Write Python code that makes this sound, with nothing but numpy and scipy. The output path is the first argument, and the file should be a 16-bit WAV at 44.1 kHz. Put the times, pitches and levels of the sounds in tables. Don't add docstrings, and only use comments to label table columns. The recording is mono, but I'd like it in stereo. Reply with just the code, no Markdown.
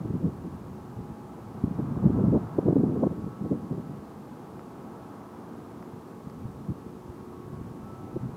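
import sys
import numpy as np
from scipy import signal
from scipy.fft import rfft, irfft
from scipy.io import wavfile
from scipy.ndimage import uniform_filter1d

SR = 44100
rng = np.random.default_rng(int(sys.argv[2]) if len(sys.argv) > 2 else 0)


def volts(x):
    e = np.asarray(x, float) / 20
    return 10 ** e


def digitize_waveform(pressure):
    field = np.atleast_2d(pressure).T
    bounded = np.clip(field, -1, 1)
    quanta = np.round(bounded * 32767).astype(np.int16)
    wavfile.write(sys.argv[1], SR, quanta)


N = 368676

# frequency over its pitch [ratio], relative level per Hz [level/dB]
EDDY_SPECTRUM = [(.1, -41), (.25, -13), (.5, -3.5), (.9, 4), (1.4, -3), (2.2, -14), (3.5, -30), (6, -58),
                 (12, -73)]
CALM_DB = -49


def rms_one(x):
    return x / np.sqrt(np.mean(x ** 2) + 1e-20)


def in_time(rows):
    s, level_db = np.transpose(rows)
    return np.interp(np.arange(N) / SR, s, level_db)


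def at_hz(points, hz):
    table_hz, level_db = np.transpose(points)
    return np.interp(np.log(hz), np.log(table_hz), level_db)


def drift(rate_hz):
    step = 40
    r = np.exp(-2 * np.pi * rate_hz * step / SR)
    noise = rng.standard_normal(N // step + 2002)
    slow = signal.lfilter([1], [1, -2 * r, r * r], noise)[2000:]
    return np.interp(np.arange(N) / step, np.arange(len(slow)), rms_one(slow))


def coloured(spectrum, size):
    hz = np.fft.rfftfreq(size, 1 / SR) + 1
    shaped = rfft(rng.standard_normal(size)) * volts(at_hz(spectrum, hz))
    return rms_one(irfft(shaped, size))


def bands(top_hz):
    edges = 25 * 2 ** np.arange(0, np.log2(top_hz / 25), 1 / 3)
    white = rng.standard_normal((2, 2, N))
    for k, (low, high) in enumerate(zip(edges, edges[1:])):
        sos = signal.butter(2, [low, high], "band", fs=SR, output="sos")
        yield np.sqrt(low * high), signal.sosfilt(sos, white[k % 2])


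def hiss():
    # [f/Hz, relative level per Hz/dB]
    hiss_spectrum = [(880, -7.5), (1500, 3), (1900, 1), (3480, -4), (15100, -10.5), (16000, -16.5)]
    level_db, alike = -62, 0.092
    mid, side = coloured(hiss_spectrum, N), coloured(hiss_spectrum, N)
    stereo = np.sqrt(1 + alike) * mid + np.sqrt(1 - alike) * side * [[1], [-1]]
    return volts(level_db) * stereo / np.sqrt(2)


def whine_level():
    # [start t/s, length/s, level/dB]
    spells = [(2.046, 0.62, -57.5), (2.95, 0.67, -62.5), (3.75, 0.25, -65), (4.6, 0.86, -64.5),
              (7.752, 0.57, -59.5)]
    rest_db, fade_s = -69.5, 0.12
    t = np.arange(N) / SR
    level_db = np.full(N, rest_db)
    for s, length, db in spells:
        on = np.clip(np.minimum(t - s, s + length - t) / fade_s, 0, 1)
        level_db = level_db + on * (db - rest_db)
    return level_db


def machine(waver_db, whine_waver_db, wobble):
    # [multiple of its rate, level/dB]
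    hum = [(4, -60.5), (8, -63), (12, -75), (14, -70), (15, -65), (16, -69.5), (17, -74), (20, -66.5),
           (22, -79)]
    # [f/Hz, level/dB]
    drone = (360.5, -58.5)
    motor_hz, whine_hz = 55.31, 1311.5
    steady = [(multiple * motor_hz, db) for multiple, db in hum] + [drone]
    tones = [(hz, db + waver_db * drift(0.84)) for hz, db in steady]
    tones.append((whine_hz, whine_level() + whine_waver_db * drift(2.9)))
    t = np.arange(N) / SR
    out = 0
    for hz, db in tones:
        phase = 2 * np.pi * hz * t + wobble * drift(2.95)
        out = out + np.sqrt(2) * volts(db) * np.sin(phase)
    return out


def city(patchy_db, swell_from_hz):
    # [f/Hz, relative level per Hz/dB]
    rumble = [(20, -25), (85, -7), (112, -3.5), (189, -1.5), (226, 0.5), (447, -7.5), (558, -13),
              (784, -10), (1270, -16), (1520, -27.5), (1800, -41.5), (3000, -60.5), (4000, -70)]
    # [f/Hz, side minus mid level/dB]
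    rumble_width = [(60, -37), (250, -13.5), (600, -3.5), (1600, -9.5)]
    # [t/s, level/dB]
    traffic = [(0, -0.5), (1.2, -2.5), (2.2, 4.5), (3.3, -1.5), (4, -2), (5.2, 1), (6.4, -4), (7.5, -3),
               (8.36, -1)]
    level_db = -43
    swell_db = in_time(traffic)
    out, together = 0, drift(0.99)
    for hz, (mid, side) in bands(top_hz=2600):
        share = np.clip(np.log2(hz / swell_from_hz), 0, 1)
        patches_db = patchy_db * (0.5 * together + drift(5.0))
        gain = volts(at_hz(rumble, hz) + share * swell_db + patches_db)
        out = out + gain * (mid + volts(at_hz(rumble_width, hz)) * side * [[1], [-1]])
    return volts(level_db) * rms_one(out)


def tick():
    # [t/s, strength/dB, hardness/dB per octave]
    taps = [(4.5941, -45.5, -10), (5.827, -47.5, -2), (6.299, -54, 4)]
    # [f/Hz, level/dB, time to fall by 60 dB/s]
    modes = [(1260, 9.5, .01), (1900, 1, 0.0086), (4800, -3, .004)]
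    out = 0
    for hz, mode_db, t60 in modes:
        clicks = np.full(N, 1e-18)
        for s, db, hardness in taps:
            octaves = np.log2(hz / modes[0][0])
            clicks[round(s * SR)] = volts(db + mode_db + hardness * octaves)
        r, w = volts(-60 / (t60 * SR)), 2 * np.pi * hz / SR
        out = out + signal.lfilter([0, np.sin(w)], [1, -2 * r * np.cos(w), r * r], clicks)
    return out


def wind():
    # [t/s, relative level/dB]
    gusts = [(0, -30), (.14, -32.5), (.2, -38.5), (.3, -34), (.36, -45.5), (.8, -46.5), (1.55, -51),
             (1.68, -33), (1.85, -36.5), (2.0, -33.5), (2.06, -24), (2.3, -25), (2.48, -42), (2.61, -32),
             (2.67, -22.5), (2.87, -31.5), (2.97, -23), (3.1, -33), (3.35, -43.5), (3.55, -29.5),
             (3.65, -43), (3.75, -34), (3.9, -45), (4.4, -59.5), (6.0, -61), (6.45, -48), (6.95, -57),
             (7.5, -48), (8.1, -47.5), (8.26, -39), (8.36, -41)]
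    calm_pitch_hz, octaves_per_db = 135, 0.017
    veer_from_s, veer_to_s, veer_octaves = 2.5, 4.2, 0.31
    level_db, t = in_time(gusts), np.arange(N) / SR
    veering = (t > veer_from_s) & (t < veer_to_s)
    octaves = octaves_per_db * (level_db - CALM_DB) + veer_octaves * veering
    return level_db, calm_pitch_hz * 2 ** octaves


def buffeting(lumpy_db, own_db):
    right_port_db, swirl_spread_db = -7, 4.5
    wind_db, pitch = wind()
    swirl_db = swirl_spread_db * drift(4.5)
    port_db = [wind_db + swirl_db / 2, wind_db + right_port_db - swirl_db / 2]
    lumps = np.array([drift(10.4) + 0.5 * drift(45) for port in range(2)])
    lump_gain = volts(lumpy_db * lumps)
    out, power = 0, 0
    for hz, pair in bands(top_hz=1700):
        gain = volts(at_hz(EDDY_SPECTRUM, hz / pitch))
        power = power + gain ** 2 * hz * 0.46 / SR
        out = out + pair * (gain * volts(own_db * drift(hz / 12)))
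    even = out / np.sqrt(power)
    return even * lump_gain / np.sqrt(np.mean(lump_gain ** 2)) * volts(port_db)


def stray_puffs():
    mean_gap_s, usual_ms = 0.11, 12.2
    over_wind_db, scatter_db = 5.5, 3.5
    thins = 0.36
    wind_db, pitch = wind()
    gap, side = rng.random((2, 400))
    size, tone, length = rng.standard_normal((3, 400))
    s = np.cumsum(2 * mean_gap_s * gap)
    at = (s[s < N / SR] * SR).astype(int)
    rows = []
    for k, i in enumerate(at):
        merged_db = thins * max(wind_db[i] - CALM_DB, 0)
        db = wind_db[i] + over_wind_db - merged_db + scatter_db * size[k]
        hz = pitch[i] * 2 ** (0.24 * tone[k])
        ms = usual_ms * 2 ** (0.68 * length[k])
        rows.append((i / SR, db, hz, ms, float(side[k] > 0.7)))
    return rows


def puffs(spread, tail, evenness, plateau_ms):
    # [peak t/s, relative level/dB, pitch f/Hz, nominal length/ms, port 0 left 1 right]
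    loudest = [(0.012, -30, 180, 13, 0), (0.057, -26, 194, 10, 0), (0.106, -23, 180, 11, 0),
               (0.15, -28, 184, 31, 0), (0.211, -28, 170, 7.6, 0), (0.259, -24.5, 203, 61, 0),
               (0.462, -32.5, 198, 35, 0), (0.55, -36.5, 120, 35, 1), (0.998, -35, 142, 31, 0),
               (1.642, -15.5, 179, 7.4, 0), (1.678, -25, 199, 10.4, 0), (1.715, -28, 160, 12, 0),
               (1.795, -23, 225, 18.6, 0), (1.884, -37, 150, 23, 1), (1.921, -28.5, 260, 5.2, 0),
               (1.974, -27.5, 203, 17, 0), (2.043, -22.5, 255, 6.7, 0), (2.061, -14, 156, 16.6, 0),
               (2.102, -21.5, 236, 13, 1), (2.187, -24, 220, 22, 0), (2.243, -21, 195, 15, 0),
               (2.285, -22.5, 160, 4.8, 0), (2.351, -19.5, 280, 54, 0), (2.539, -35, 190, 10, 1),
               (2.588, -15.5, 340, 9, 1), (2.685, -17, 284, 4.6, 0), (2.71, -23, 240, 8, 0),
               (2.729, -17, 292, 7.4, 0), (2.764, -14.5, 273, 12, 0), (2.839, -16.5, 242, 13.3, 0),
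               (2.875, -25.5, 233, 43, 0), (3.034, -18.5, 347, 17, 1), (3.07, -18, 328, 6.7, 1),
               (3.121, -31, 235, 21, 0), (3.189, -29.5, 173, 6, 0), (3.27, -31.5, 182, 17, 0),
               (3.418, -27, 188, 15, 0), (3.455, -29, 245, 29, 0), (3.52, -20, 238, 24, 0),
               (3.717, -26.5, 214, 25, 0), (3.779, -25, 240, 9, 0), (3.9, -36, 197, 30, 0),
               (3.992, -39, 149, 13, 0), (5.94, -36.5, 167, 12, 0), (6.272, -32.5, 196, 11.6, 0),
               (6.703, -27, 156, 37, 0), (6.865, -33.5, 172, 8.3, 0), (7.097, -34.5, 118, 14, 1),
               (7.615, -34, 153, 11, 1), (7.718, -34.5, 146, 8.5, 0), (8.166, -24.5, 214, 12.3, 1),
               (8.248, -33.5, 163, 39, 0), (8.294, -36, 158, 15, 0)]
    size = 4096
    out = np.zeros((2, N + 16384))
    t = (np.arange(size) - size // 2) / SR
    for s, db, hz, ms, port in [*loudest, *stray_puffs()]:
        width = spread * ms / 1000 * np.where(t > 0, tail, 1)
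        swell = np.exp(-0.5 * np.abs(t / width) ** (2 + ms / plateau_ms))
        flow = coloured([(ratio * hz, level) for ratio, level in EDDY_SPECTRUM], size)
        cycle = round(SR / hz)
        cycle_power = uniform_filter1d(uniform_filter1d(flow ** 2, size=cycle), size=cycle)
        burst = swell * flow / cycle_power ** (evenness / 2)
        burst = burst * np.sqrt(np.sum(swell ** 2) / np.sum(burst ** 2))
        at = round(s * SR) + size // 2
        out[int(port > 0.5), at:at + size] += volts(db) * burst
    return out[:, size:size + N]


def wind_filter(x, share, q):
    base_hz, raised_hz, raised_from_s, raised_to_s = 174, 270, 2.5, 6.45
    t = np.arange(N) / SR
    raised = (t > raised_from_s) & (t < raised_to_s)
    corner = 2 * np.pi * share * np.where(raised, raised_hz, base_hz)
    out, state = np.zeros_like(x), np.zeros(x.shape[:-1] + (2,))
    for i in range(0, N, 2048):
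        b, a = signal.bilinear([1, 0, 0], [1, corner[i] / q, corner[i] ** 2], SR)
        block = slice(i, i + 2048)
        out[..., block], state = signal.lfilter(b, a, x[..., block], zi=state)
    return out


def widen(ports):
    boost_db, top_hz = 7, 3000
    side = wind_filter(ports[0] - ports[1], share=1, q=0.53)
    b, a = signal.butter(1, top_hz, fs=SR)
    side = volts(boost_db) * signal.lfilter(b, a, side)
    return ports.sum(axis=0) + side * [[1], [-1]]


def scene():
    eddy_top_hz = 1310
    far = city(patchy_db=0.47, swell_from_hz=325)
    far = far + machine(waver_db=3.5, whine_waver_db=2.5, wobble=1.44) * volts([[-0.7], [0.7]])
    ports = buffeting(lumpy_db=3.0, own_db=1.5)
    ports = ports + puffs(spread=0.41, tail=1.18, evenness=0.52, plateau_ms=41)
    ports = signal.sosfilt(signal.butter(4, eddy_top_hz, fs=SR, output="sos"), ports)
    air = widen(ports) + far * volts([[-0.3], [0.3]]) + tick()
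    return wind_filter(air, share=0.25, q=0.63) + hiss() * volts([[-0.4], [0.4]])


def band_limit(x):
    return signal.sosfilt(signal.butter(12, 16160, fs=SR, output="sos"), x)


def record(dry):
    return band_limit(dry)


dry = scene()
out = record(dry)
digitize_waveform(out)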